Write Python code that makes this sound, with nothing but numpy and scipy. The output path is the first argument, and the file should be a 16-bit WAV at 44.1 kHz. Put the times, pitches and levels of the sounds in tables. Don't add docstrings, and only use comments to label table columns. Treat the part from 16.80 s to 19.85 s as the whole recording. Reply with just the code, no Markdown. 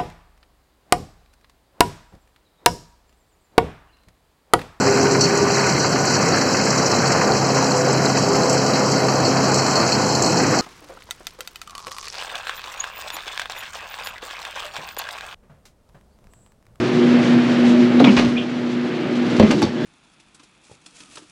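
import sys
import numpy as np
from scipy import signal
from scipy.fft import rfft, irfft, next_fast_len
from scipy.io import wavfile
from scipy.ndimage import uniform_filter1d

SR = 44100
rng = np.random.default_rng(int(sys.argv[2]) if len(sys.argv) > 2 else 0)


def transcribe(u):
    v = np.clip(np.atleast_2d(u).T, -1, 1)
    q = np.round(v * 32767).astype(np.int16)
    wavfile.write(sys.argv[1], SR, q)


N = 134505

# t/s, level/dB
HUM_LEVEL = [(0, -20), (.08, -28), (.17, -15.5), (.36, -13), (.47, -17.5), (.58, -14), (.75, -20.5),
             (.89, -9.5), (1.02, -11.5), (1.1, -18), (1.23, -10.5), (1.35, -16), (1.52, -20.5), (1.72, -27),
             (2.04, -22.5), (2.25, -30), (2.4, -18), (2.65, -22.5), (2.82, -35.5), (3.05, -24)]
HUM_HZ, HUM_WAVER_HZ, HUM_FLUTTER_DB = 242.6, 0.77, 1.4
# t/s, level/dB
SECOND_TONE_LEVEL = [(0, -31), (.24, -17), (.35, -39), (.55, -30.5), (.82, -31.5), (1.03, -19), (1.16, -38),
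                     (1.7, -38.5), (2.05, -30.5), (2.3, -29.5), (2.5, -32), (3.05, -39)]
SECOND_TONE_HZ, SECOND_TONE_WAVER_RAD = 361, 1.17
# f/Hz, level at the start/dB, fading up and down/dB
WEAK_FAN_TONES = [(120.2, -37.5, 2), (474, -37, -0.5), (609, -39.5, 13.5)]
# t/s, rumble level/dB, rush level/dB, hiss level/dB
AIR_LEVEL = [(0, -21, -28, -38), (.45, -20.5, -25, -38), (.75, -22, -25.5, -37.5),
             (1.12, -21.5, -27.5, -40.5), (1.42, -23.5, -29, -35.5), (1.65, -29.5, -34, -45.5),
             (1.9, -27.5, -32.5, -44.5), (2.3, -25.5, -31, -44.5), (2.55, -22, -28, -40.5),
             (2.79, -18.5, -34.5, -37), (2.91, -31.5, -35, -44), (3.05, -22, -33, -40.5)]
# f/Hz, relative level/dB
RUMBLE_COLOUR = [(25, -69), (60, -40), (98, -20.5), (125, -0.5), (190, 0), (260, 2), (330, 4.5),
                 (420, -5.5), (600, -38), (1000, -55)]
RUSH_COLOUR = [(250, -36.5), (480, 6.5), (640, 3.5), (1000, -3), (1400, -2), (2200, -4), (3200, -8.5),
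               (4500, -16.5), (8000, -60.5)]
HISS_COLOUR = [(2000, -3.5), (4000, 0), (5500, -3.5), (7500, -12.5), (9000, -20.5), (10300, -20),
               (11500, -59.5), (15000, -60)]

# t/s, level/dB
TICKS = [(.26, -46), (1.35, -64), (1.695, -42.5), (1.916, -41), (2.3537, -35), (2.5004, -37), (2.5273, -54),
         (2.565, -34)]
TICK_T60_S = 0.17
# t/s, level/dB, width/s
BRUSHES = [(.47, -37, 0.046), (.885, -35, 0.034)]
# f/Hz, relative level/dB
TICK_COLOUR = [(800, -2.5), (3000, 11.5), (7000, 0), (10000, -13.5), (14000, -35)]

# t/s, length/s, start f/Hz, end f/Hz, level/dB, bandwidth/share of start f
SQUEAKS = [(1.1945, 0.007, 3440, 3430, -25.5, 0.35), (1.242, 0.0099, 2954, 2720, -16, 0.59),
           (1.254, 0.037, 2285, 2210, -24.5, 0.2), (1.278, .026, 2533, 3110, -26.5, 0.21),
           (1.564, 0.014, 2450, 2460, -28, 0.062), (1.573, 0.029, 2996, 2980, -30, 0.33),
           (1.597, 0.035, 2943, 2980, -36.5, 0.29)]
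SQUEAK_ROOM_DB = -11

COLOUR_HZ = [60, 200, 650, 1300, 2800, 5500, 11000]
# t/s, then relative levels of sub/dB, thump/dB, knock/dB, middle/dB,
# clack/dB, click/dB, top/dB, then 60 dB fading time at 1 kHz/s, crack against tail/dB
STEPS = [(1.2, -72, -1.5, -11.5, -20.5, -28, -34, -50, 0.11, 6),
         (1.2436, -60, -14.5, -19.5, -19, -34, -30, -66.5, 0.27, -6),
         (1.272, -52, -5, -26.5, -24, -29.5, -39, -96, 0.17, -8),
         (1.3668, -35, -26, -18.5, -18.5, -17, -22.5, -52, 0.24, -3.5),
         (1.386, -43, -20.5, -25.5, -38, -23, -34, -49, 0.22, -25),
         (1.448, -45, -12, -41, -45, -30, -38.5, -57, 0.13, 3)]
CRACK_S = 0.0038
BASS_LINGERS = 0.25
BUILD_CYCLES = 0.8

# t/s, f/Hz, peak level/dB, width/s
THUDS = [(1.233, 270, -4, 0.011), (1.262, 135, -18, 0.019), (1.3, 204, -7, 0.017),
         (1.389, 70, -28.5, 0.015), (2.629, 86, -16.5, 0.018), (2.84, 341, -11, 0.0047),
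         (2.857, 104, -26, 0.027)]

# the ten columns of STEPS, then
# relative snap/dB, metal ring/dB, panel boom/dB
LATCH_HITS = [(2.5973, -45, -12, -18.5, -28.5, -26.5, -37.5, -57, 0.11, 18, -1, -34, -3.5),
              (2.627, -44, -12, -27, -26, -25.5, -35, -58, 0.33, -20, -23, -49, -20),
              (2.7074, -52, -25.5, -42, -22.5, -27, -35, -58, 0.036, 6.5, -6, -41, -34),
              (2.7114, -55, -39, -13.5, -33, -28, -26, -40, 0.14, -20, 2, -38, -23),
              (2.8189, -52, -27, -31, -17.5, -33, -38, -37, 0.052, 3.5, -24, -37, -42),
              (2.826, -43, -11, -27, -42, -24, -21.5, -48, 0.11, -12, -29, -30, -26),
              (2.852, -50, -38, -19, -45, -39, -43, -57, 0.03, 4, -25, -51, -22)]
# f/Hz, relative level/dB, 60 dB fading time/s
PANEL_MODES = [(82.5, -9, 0.1), (143, -22, 0.15), (192, -5.5, 0.16), (212.6, -3.5, 0.38),
               (335.5, -11.5, 0.24), (390, -4.5, 0.073), (510, -6, 0.11), (625, -9, 0.13)]
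LATCH_MODES = [(846, 14, 0.039), (1126, 8, 0.044), (1610, -8, 0.072), (1985, -2, 0.062), (2570, 2, 0.011),
               (3580, 7, 0.04), (4500, 2, 0.069), (5500, -15, 0.14)]
PANEL_LAG_S, PANEL_LOW_HZ, PANEL_CONTACT_HZ = 0.00243, 71.4, 895
SNAP_LOW_HZ, SNAP_HIGH_HZ = 1190, 3270

# f/Hz, level with the gap open/dB
WHINE_TONES = [(1670, -35), (3450, -41)]
WHINE_START_S, WHINE_RISE_S, WHINE_BLUR_HZ = 2.926, 0.15, 70

ROOM_T60_S, ROOM_DB, WALL_HZ = 0.16, -10, 4360
NOTCH_HZ, NOTCH_Q = 8980, 18
LOW_HZ, TOP_HZ, CUTOFF_HZ = 45, 11000, 15700
CEILING = 0.97


def from_db(db):
    return 10 ** (np.asarray(db) / 20)


def rms_one(x):
    return x / np.sqrt(np.mean(x ** 2) + 1e-20)


def clock():
    return np.arange(N) / SR


def half_second():
    return np.arange(SR // 2) / SR


def fade(t, t60):
    return np.exp(-np.log(1000) * t / t60)


def bump(s, width):
    return np.exp(-((clock() - s) / width) ** 2 / 2)


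def in_time(rows):
    s, *columns = np.transpose(rows)
    return [np.interp(clock(), s, column) for column in columns]


def drift(rate):
    step = 40
    r = np.exp(-2 * np.pi * rate * step / SR)
    white = rng.standard_normal(N // step + 2002)
    slow = signal.lfilter([1], [1, -2 * r, r * r], white)[2000:]
    return np.interp(np.arange(N) / step, np.arange(len(slow)), rms_one(slow))


def noise(colour):
    hz, db = np.transpose(colour)
    size = next_fast_len(N, real=True)
    log_pitch = np.log(np.fft.rfftfreq(size, 1 / SR) + 1)
    weights = from_db(np.interp(log_pitch, np.log(hz), db))
    return rms_one(irfft(rfft(rng.standard_normal(size)) * weights, size)[:N])


def add(out, s, sound):
    i = int(s * SR)
    out[i:i + len(sound)] += sound[:N - i]


def fans():
    rumble_db, rush_db, hiss_db = in_time(AIR_LEVEL)
    (hum_db,) = in_time(HUM_LEVEL)
    (second_db,) = in_time(SECOND_TONE_LEVEL)
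    turn = 2 * np.pi * np.cumsum(1 + HUM_WAVER_HZ / HUM_HZ * drift(2.3)) / SR
    tones = from_db(hum_db + HUM_FLUTTER_DB * drift(7.2)) * np.sin(HUM_HZ * turn)
    second_phase = SECOND_TONE_HZ * turn + SECOND_TONE_WAVER_RAD * drift(5.1)
    tones += from_db(second_db) * np.sin(second_phase)
    for hz, db, fading_db in WEAK_FAN_TONES:
        level = from_db(db + rumble_db - rumble_db[0])
        fading = rms_one(from_db(fading_db * np.tanh(drift(3.4))))
        tones += level * fading * np.sin(hz * turn + 0.75 * drift(5.5))
    rumble = from_db(rumble_db) * noise(RUMBLE_COLOUR)
    rush = from_db(rush_db + 0.5 * drift(8.7)) * noise(RUSH_COLOUR)
    hiss = from_db(hiss_db + 1.5 * drift(13)) * noise(HISS_COLOUR)
    return np.sqrt(2) * tones + rumble + rush + hiss


def small_sounds():
    level = np.zeros(N)
    for s, db in TICKS:
        add(level, s, from_db(db) * fade(half_second(), TICK_T60_S))
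    for s, db, width in BRUSHES:
        level += from_db(db) * bump(s, width)
    return level * noise(TICK_COLOUR) * from_db(0.83 * drift(150))


def room(x):
    t = half_second()
    tail = rng.standard_normal(len(t)) * fade(t, ROOM_T60_S)
    tail *= t > 0.005
    tail = signal.sosfilt(signal.butter(1, WALL_HZ, fs=SR, output="sos"), tail)
    return signal.fftconvolve(x, tail / np.sqrt(np.sum(tail ** 2)))[:N]


def squeaks():
    out = np.zeros(N)
    for s, length, start_hz, end_hz, db, width in SQUEAKS:
        progress = np.linspace(0, 1, int(length * SR) + 2)
        smooth = signal.butter(4, width * start_hz / 2, fs=SR, output="sos")
        slips = signal.sosfilt(smooth, rng.standard_normal((2, SR // 8)))
        slips = slips[:, -len(progress):]
        turn = 2 * np.pi * np.cumsum(start_hz + (end_hz - start_hz) * progress) / SR
        squeal = rms_one(slips[0] * np.sin(turn) + slips[1] * np.cos(turn))
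        add(out, s, from_db(db) * signal.windows.tukey(len(progress), 0.2) * squeal)
    return out + from_db(SQUEAK_ROOM_DB) * room(out)


def blows(rows, grain):
    out, t = np.zeros(N), half_second()
    edges = 35 * 2 ** np.arange(0, 9, 0.5)
    white = rng.standard_normal((2, N))
    wobble = np.repeat(rng.standard_normal((len(rows), 300)), SR // 500, axis=1)[:, :len(t)]
    grits = np.exp(grain * wobble - grain ** 2)
    for k, (low, high) in enumerate(zip(edges, edges[1:])):
        hz, level = np.sqrt(low * high), np.zeros(N)
        build = 1 - np.exp(-(t * hz / BUILD_CYCLES) ** 2)
        for row, grit in zip(rows, grits):
            s, colour, (t60, crack_db) = row[0], row[1:8], row[8:10]
            band_t60 = t60 * (1000 / hz) ** BASS_LINGERS
            tail = fade(t, band_t60) * uniform_filter1d(grit, size=int(2 * SR / hz) + 20)
            crack = from_db(crack_db) * np.exp(-t / CRACK_S) * hz / (hz + 1000)
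            band_db = np.interp(np.log(hz), np.log(COLOUR_HZ), colour)
            add(level, s, from_db(band_db) * build * (tail + crack))
        band = signal.butter(3, [low, high], "band", fs=SR, output="sos")
        out += level * rms_one(signal.sosfilt(band, white[k % 2])) / 2
    return out


def steps():
    return blows(STEPS, grain=0.32)


def thuds():
    out = np.zeros(N)
    for s, hz, db, width in THUDS:
        phase = 2 * np.pi * hz * (clock() - s) + 0.18 * drift(8.9)
        out += from_db(db) * bump(s, width) * np.sin(phase)
    return out


def ring(times, levels_db, modes, vary_db):
    out, t = np.zeros(N), half_second()
    for s, db in zip(times, levels_db):
        for (hz, mode_db, t60), luck in zip(modes, rng.standard_normal(len(modes))):
            strength = from_db(db + mode_db + vary_db * luck)
            add(out, s, strength * fade(t, t60) * np.sin(2 * np.pi * hz * t))
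    return out


def door():
    s, *_, snap_db, metal_db, boom_db = np.transpose(LATCH_HITS)
    contacts = np.zeros(N)
    contacts[(s * SR).astype(int)] = from_db(snap_db)
    snap_band = signal.butter(2, [SNAP_LOW_HZ, SNAP_HIGH_HZ], "band", fs=SR, output="sos")
    snaps = signal.sosfilt(snap_band, contacts) * SR / (SNAP_HIGH_HZ - SNAP_LOW_HZ) / 10
    panel = ring(s + PANEL_LAG_S, boom_db, PANEL_MODES, vary_db=1)
    panel_band = signal.butter(1, [PANEL_LOW_HZ, PANEL_CONTACT_HZ], "band", fs=SR, output="sos")
    panel = signal.sosfilt(panel_band, panel)
    knocks = blows(LATCH_HITS, grain=0.25)
    metal = ring(s, metal_db, LATCH_MODES, vary_db=3)
    return snaps + knocks + metal + panel


def freezer_fan():
    gap = np.clip((clock() - WHINE_START_S) / WHINE_RISE_S, 0, 1)
    whine = np.zeros(N)
    for hz, db in WHINE_TONES:
        blur = drift(WHINE_BLUR_HZ) + 1j * drift(WHINE_BLUR_HZ)
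        whine += from_db(db) * np.real(blur * np.exp(2j * np.pi * hz * clock()))
    return gap * whine


def scene():
    drone = fans()
    knocks = steps() + door() + small_sounds()
    echoes = from_db(ROOM_DB) * room(knocks)
    return (drone + knocks + echoes + thuds() + squeaks() + freezer_fan())[None]


def record(dry):
    x = signal.lfilter(*signal.iirnotch(NOTCH_HZ, NOTCH_Q, fs=SR), dry)
    x = signal.sosfilt(signal.butter(2, LOW_HZ, "high", fs=SR, output="sos"), x)
    x = signal.sosfilt(signal.butter(5, TOP_HZ, fs=SR, output="sos"), x)
    x = x / (1 + (x / CEILING) ** 16) ** (1 / 16)
    return signal.sosfilt(signal.cheby2(12, 70, CUTOFF_HZ, fs=SR, output="sos"), x)


dry = scene()
out = record(dry)
transcribe(out)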